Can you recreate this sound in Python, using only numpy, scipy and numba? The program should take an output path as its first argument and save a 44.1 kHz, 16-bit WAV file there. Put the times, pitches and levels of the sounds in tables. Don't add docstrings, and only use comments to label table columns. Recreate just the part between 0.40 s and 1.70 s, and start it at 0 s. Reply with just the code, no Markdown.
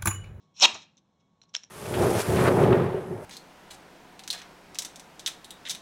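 import sys
import numpy as np
from scipy import signal
from scipy.fft import rfft, irfft
from scipy.io import wavfile
from scipy.ndimage import uniform_filter1d
from numba import njit

SR = 44100
rng = np.random.default_rng(int(sys.argv[2]) if len(sys.argv) > 2 else 0)


def dump(signal):
    limited = np.clip(np.atleast_2d(signal).T, -1, 1)
    pcm = np.round(limited * 32767).astype(np.int16)
    wavfile.write(sys.argv[1], SR, pcm)


N = 57330


def gain(db):
    return 10 ** (np.asarray(db) / 20)


def unit(x):
    return x / np.sqrt(np.mean(x ** 2) + 1e-30)


def clock():
    return np.arange(N) / SR


def read_curve(hz, points):
    freqs, values = np.array(points, float).T
    return np.interp(np.log(np.maximum(hz, 1)), np.log(freqs), values)


def colour(x, points):
    size = 8192
    response = gain(read_curve(np.arange(size // 2 + 1) * SR / size, points))
    cepstrum = irfft(np.log(response))
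    cepstrum[1:size // 2] *= 2
    cepstrum[size // 2 + 1:] = 0
    impulse = irfft(np.exp(rfft(cepstrum)))[:size // 2]
    return signal.fftconvolve(x, impulse)[:N]


def cut_bass(x, hz, order):
    return signal.sosfilt(signal.butter(order, hz, "high", fs=SR, output="sos"), x)


@njit
def band_pass(x, hz, width):
    out, band, low = np.empty(len(x)), 0., 0.
    for i in range(len(x)):
        step, damping = np.tan(np.pi * hz[i] / SR), width[i] / hz[i]
        now = (band + step * (x[i] - low)) / (1 + step * (step + damping))
        band = 2 * now - band
        low = low + 2 * step * now
        out[i] = damping * now
    return out


def resonate(x, hz, width_hz):
    return band_pass(x, hz * np.ones(N), width_hz * np.ones(N))


def resonate_twice(x, hz, width_hz):
    return resonate(resonate(x, hz, width_hz), hz, 2 * width_hz)


def clicks(per_s, spread_db):
    hit = rng.random(N) < per_s / SR
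    sign = np.sign(rng.standard_normal(N))
    return hit * sign * gain(spread_db * np.clip(rng.standard_normal(N), -2, 2))


def steady(x, span_s):
    power = uniform_filter1d(x ** 2, max(int(span_s * SR), 2))
    return x / np.sqrt(np.abs(power) + 1e-12)


def fade(start, fade_s):
    age = clock() - start
    return (age >= 0) * gain(-60 * np.maximum(age, 0) / fade_s)


def swell(peak_s, rise_s, fade_s):
    age = clock() - peak_s
    return (age < 0) * np.exp(-(age / rise_s) ** 2) + fade(peak_s, fade_s)


# (frequency [Hz], level [dB])
HUM_COLOUR = [(20, -17), (50, -16), (95, -7), (130, -8.5), (162, 1), (210, -6), (290, -13), (400, -17),
              (1000, -20.5), (1400, -31.5), (2200, -37.5), (3800, -34.5), (6000, -38), (9000, -35.5),
              (16000, -30)]
def hum(level_db=-65.5):
    return gain(level_db) * unit(colour(rng.standard_normal(N), HUM_COLOUR))


# (time [s], level of the main tone [dB], level of its overtones [dB])
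WHINE_LEVELS = [(0, -78.5, -93.5), (.06, -75.5, -92.5), (0.149, -83, -90), (.7, -90, -101),
                (.82, -83.5, -86.5), (.98, -79, -101.5), (1.08, -75, -98), (1.3, -98, -98)]
# (at twice the pitch [dB], at three times the pitch [dB])
OVERTONE_LIFTS = [0.5, 0.5]
def whine(pitch_hz=1109, wander_db=1):
    t, out = clock(), 0
    times, tone_db, overtones_db = np.array(WHINE_LEVELS).T
    levels = [tone_db] + [overtones_db + lift for lift in OVERTONE_LIFTS]
    for harmonic, db in enumerate(levels, start=1):
        wander = wander_db * np.interp(t, np.linspace(0, t[-1], 12), rng.standard_normal(12))
        tone = unit(np.sin(2 * np.pi * harmonic * pitch_hz * t))
        out = out + gain(np.interp(t, times, db) + wander) * tone
    return out


# (frequency [Hz], level [dB])
RUB_COLOUR = [(30, -50.5), (200, -17), (1000, -14), (2000, -6.5), (3000, 1.5), (5700, 4.5), (8000, -3),
              (16000, -13.5)]
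# (time of the peak [s], level [dB], rise time [s], fade time [s])
RUB_STROKES = [(.03, -74.5, 0.034, .25), (0.351, -42, .014, 0.15), (0.43, -54, 0.024, .08),
               (.582, -61, .007, .05), (0.809, -73, 0.01, .05), (1.032, -63, 0.0055, 0.082),
               (1.097, -72, .014, 0.086), (1.1433, -42.5, 0.0045, 0.19), (1.162, -44, .006, 0.037),
               (1.238, -62, 0.012, 0.086)]
def rubs():
    friction = steady(colour(clicks(per_s=2800, spread_db=4), RUB_COLOUR), span_s=.0079)
    return friction * sum(gain(db) * swell(time, rise, fall) for time, db, rise, fall in RUB_STROKES)


SNAPS_PER_S, SNAP_SPREAD_DB = 7000, 7
PEEL_START_S, PEEL_END_S = .226, .254
STRIP_SHORT_HZ, STRIP_FREE_HZ = 5600, 2850
SKIN_LIFT_S, SKIN_LIFT_SPAN_S, SKIN_SLACK_DB = .222, .005, -9
# (frequency [Hz], level [dB])
CRACKLE_COLOUR = [(30, -63), (150, -42.5), (400, -25), (1500, -14), (2000, -16.5), (2600, 4), (4000, 0),
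                  (5500, 1), (7000, -3), (16000, -4.5)]
# (frequency [Hz], level [dB])
SKIN_COLOUR = [(25, -69.5), (60, -48), (130, -15), (250, -9.5), (450, -4), (720, 1.5), (950, 5.5),
               (1300, -2.5), (1550, -10), (3000, -26), (16000, -68)]
# (time [s], level [dB])
PULL_LEVELS = [(.14, -76), (.168, -56.5), (.197, -47), (0.2057, -41.5), (0.2073, -30), (0.2195, -24.5),
               (0.2248, -14.5), (.231, -14.5), (.246, -15), (.2572, -14), (.2595, -27.5), (.27, -57)]
def rip(strip_db=-.5, crackle_db=1, skin_db=-8.5):
    t = clock()
    times, levels = np.array(PULL_LEVELS).T
    pull = gain(np.interp(t, times, levels)) * (t > times[0]) * (t < times[-1])
    freed = np.clip((t - PEEL_START_S) / (PEEL_END_S - PEEL_START_S), 0, 1)
    strip_hz = STRIP_SHORT_HZ * (STRIP_FREE_HZ / STRIP_SHORT_HZ) ** freed
    snaps = clicks(SNAPS_PER_S, SNAP_SPREAD_DB)
    strip = steady(resonate_twice(snaps, strip_hz, width_hz=710), span_s=.002)
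    crackle = steady(colour(clicks(SNAPS_PER_S, SNAP_SPREAD_DB), CRACKLE_COLOUR), span_s=.006)
    slack = .5 - .5 * np.tanh((t - SKIN_LIFT_S) / SKIN_LIFT_SPAN_S)
    skin = steady(colour(snaps, SKIN_COLOUR), span_s=.01) * gain(SKIN_SLACK_DB * slack)
    return pull * (gain(strip_db) * strip + gain(crackle_db) * crackle + gain(skin_db) * skin)


# (frequency [Hz], level [dB])
CRACK_COLOUR = [(30, -54.5), (200, -28.5), (600, -16.5), (1500, -9), (2000, -14), (2700, 0), (5700, 4),
                (8000, -2), (11000, -3), (16000, 0)]
# (time [s], level [dB], ring pitch [Hz], ring fade time [s], crack boost [dB])
CREASE_SNAPS = [(0.1662, -46, 4200, 0.013, -12), (.1997, -18.5, 6900, .006, -8),
                (.2134, -16.5, 5470, .0025, -4), (.2222, -8, 5200, .004, -4), (0.234, -8, 4210, .009, -6),
                (0.2565, -23, 2885, .005, -7), (0.3449, -28.5, 6940, 0.0092, -2),
                (.5707, -48, 6120, .006, -6), (0.5759, -53, 3600, .012, 4), (.578, -54.5, 6100, .035, -12),
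                (1.0163, -48.5, 4100, .020, 9), (1.019, -52, 5700, .035, 3), (1.0365, -52, 4106, .008, 11),
                (1.054, -64, 4160, 0.021, -10), (1.093, -57.5, 5670, 0.025, -6),
                (1.1489, -22, 4830, 0.0079, 4), (1.1511, -17.5, 3136, 0.0063, 8.5),
                (1.1649, -17.5, 5545, 0.0091, -3), (1.171, -35, 5680, 0.0027, 1),
                (1.2353, -36, 5740, 0.0091, 2.5), (1.2392, -35.5, 5610, 0.0078, 3.5),
                (1.2472, -46.5, 5740, 0.021, -11.5), (1.2497, -63, 5520, .010, 15)]
def creases():
    t, out = clock(), 0
    noise = steady(colour(rng.standard_normal(N), CRACK_COLOUR), span_s=.001) / 2
    for start, db, hz, fade_s, crack_db in CREASE_SNAPS:
        ring = np.sin(2 * np.pi * hz * (t - start)) * fade(start, fade_s)
        crack = gain(crack_db) * noise * fade(start, fade_s=.0045)
        out = out + gain(db) * (ring + crack)
    return cut_bass(out, hz=584, order=2)


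# (time [s], level [dB], fade time [s], rough pitch [Hz])
SOFT_BLOWS = [(0.255, -25.5, 0.015, 710), (0.3518, -36, 0.063, 675), (1.0172, -64, 0.014, 1330),
              (1.037, -58, 0.014, 646), (1.1412, -54, 0.16, 750), (1.151, -36, 0.025, 1575),
              (1.1649, -56, 0.013, 710)]
def flaps_and_pats():
    noise, out = cut_bass(rng.standard_normal(N), hz=286, order=3), 0
    for start, db, fade_s, hz in SOFT_BLOWS:
        blow = steady(resonate_twice(noise, hz, width_hz=600), span_s=.005)
        out = out + gain(db) * fade(start, fade_s) * blow
    return out


def swing_thud(stop_s=.343, pitch_hz=97, level_db=-54, air_db=-5):
    thud = np.sin(2 * np.pi * pitch_hz * (clock() - stop_s))
    air = unit(resonate(rng.standard_normal(N), pitch_hz, width_hz=120))
    return gain(level_db) * (thud + gain(air_db) * air) * swell(stop_s, rise_s=.014, fade_s=.2)


# (delay [s], level [dB])
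FIRST_ECHOES = [(.0062, -21.5), (.0175, -26.5)]
def echoes(x):
    return sum(gain(db) * np.pad(x, (int(delay * SR), 0))[:N] for delay, db in FIRST_ECHOES)


# (frequency [Hz], fade time [s])
ROOM_FADES = [(150, .45), (900, 0.31), (3000, .35), (6000, .32), (12000, 0.16)]
# (frequency [Hz], level [dB])
ROOM_RING_COLOUR = [(100, 4.5), (240, 10), (400, 1), (900, 0.5), (1800, 3.5), (3300, -5), (5500, -4),
                    (8000, 0), (16000, -5.5)]
def room(x, level_db=-14.5, delay_s=.0013, build_s=.012):
    spectrum, tail = rfft(rng.standard_normal(N)), 0
    hz = np.arange(len(spectrum)) * SR / N
    octave = np.log2(np.clip(hz, 125, 16000) / 125)
    for k in range(8):
        band = irfft(spectrum * np.maximum(1 - np.abs(octave - k), 0), N)
        tail = tail + band * fade(delay_s, read_curve(125 * 2 ** k, ROOM_FADES))
    tail = tail * (1 - np.exp(-clock() / build_s))
    tail = colour(tail / np.sqrt(np.sum(tail ** 2)), ROOM_RING_COLOUR)
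    return gain(level_db) * signal.fftconvolve(x, tail)[:N]


def scene():
    tear = rip() + swing_thud()
    handling = creases() + rubs() + flaps_and_pats()
    near = tear + handling
    room_ring = room(tear + gain(-6.5) * handling)
    return (near + echoes(near) + room_ring + hum() + whine())[None]


# (frequency [Hz], level [dB])
MIC_COLOUR = [(100, -4), (3000, 0), (4150, 2.5), (4500, -8), (4900, -7.5), (5350, 1), (6200, -1),
              (7100, -4), (8200, -13.5), (9300, -26), (12000, -27.5), (14000, -35), (15700, -30.5)]
def record(dry):
    peak_limit, top_hz = .97, 15800
    x = colour(dry[0], MIC_COLOUR)
    x = x / (1 + (x / peak_limit) ** 8) ** .125
    x = cut_bass(x, hz=50, order=2)
    top_cut = signal.ellip(8, .2, 70, top_hz, fs=SR, output="sos")
    return signal.sosfilt(top_cut, x)[None]


dry = scene()
out = record(dry)
dump(out)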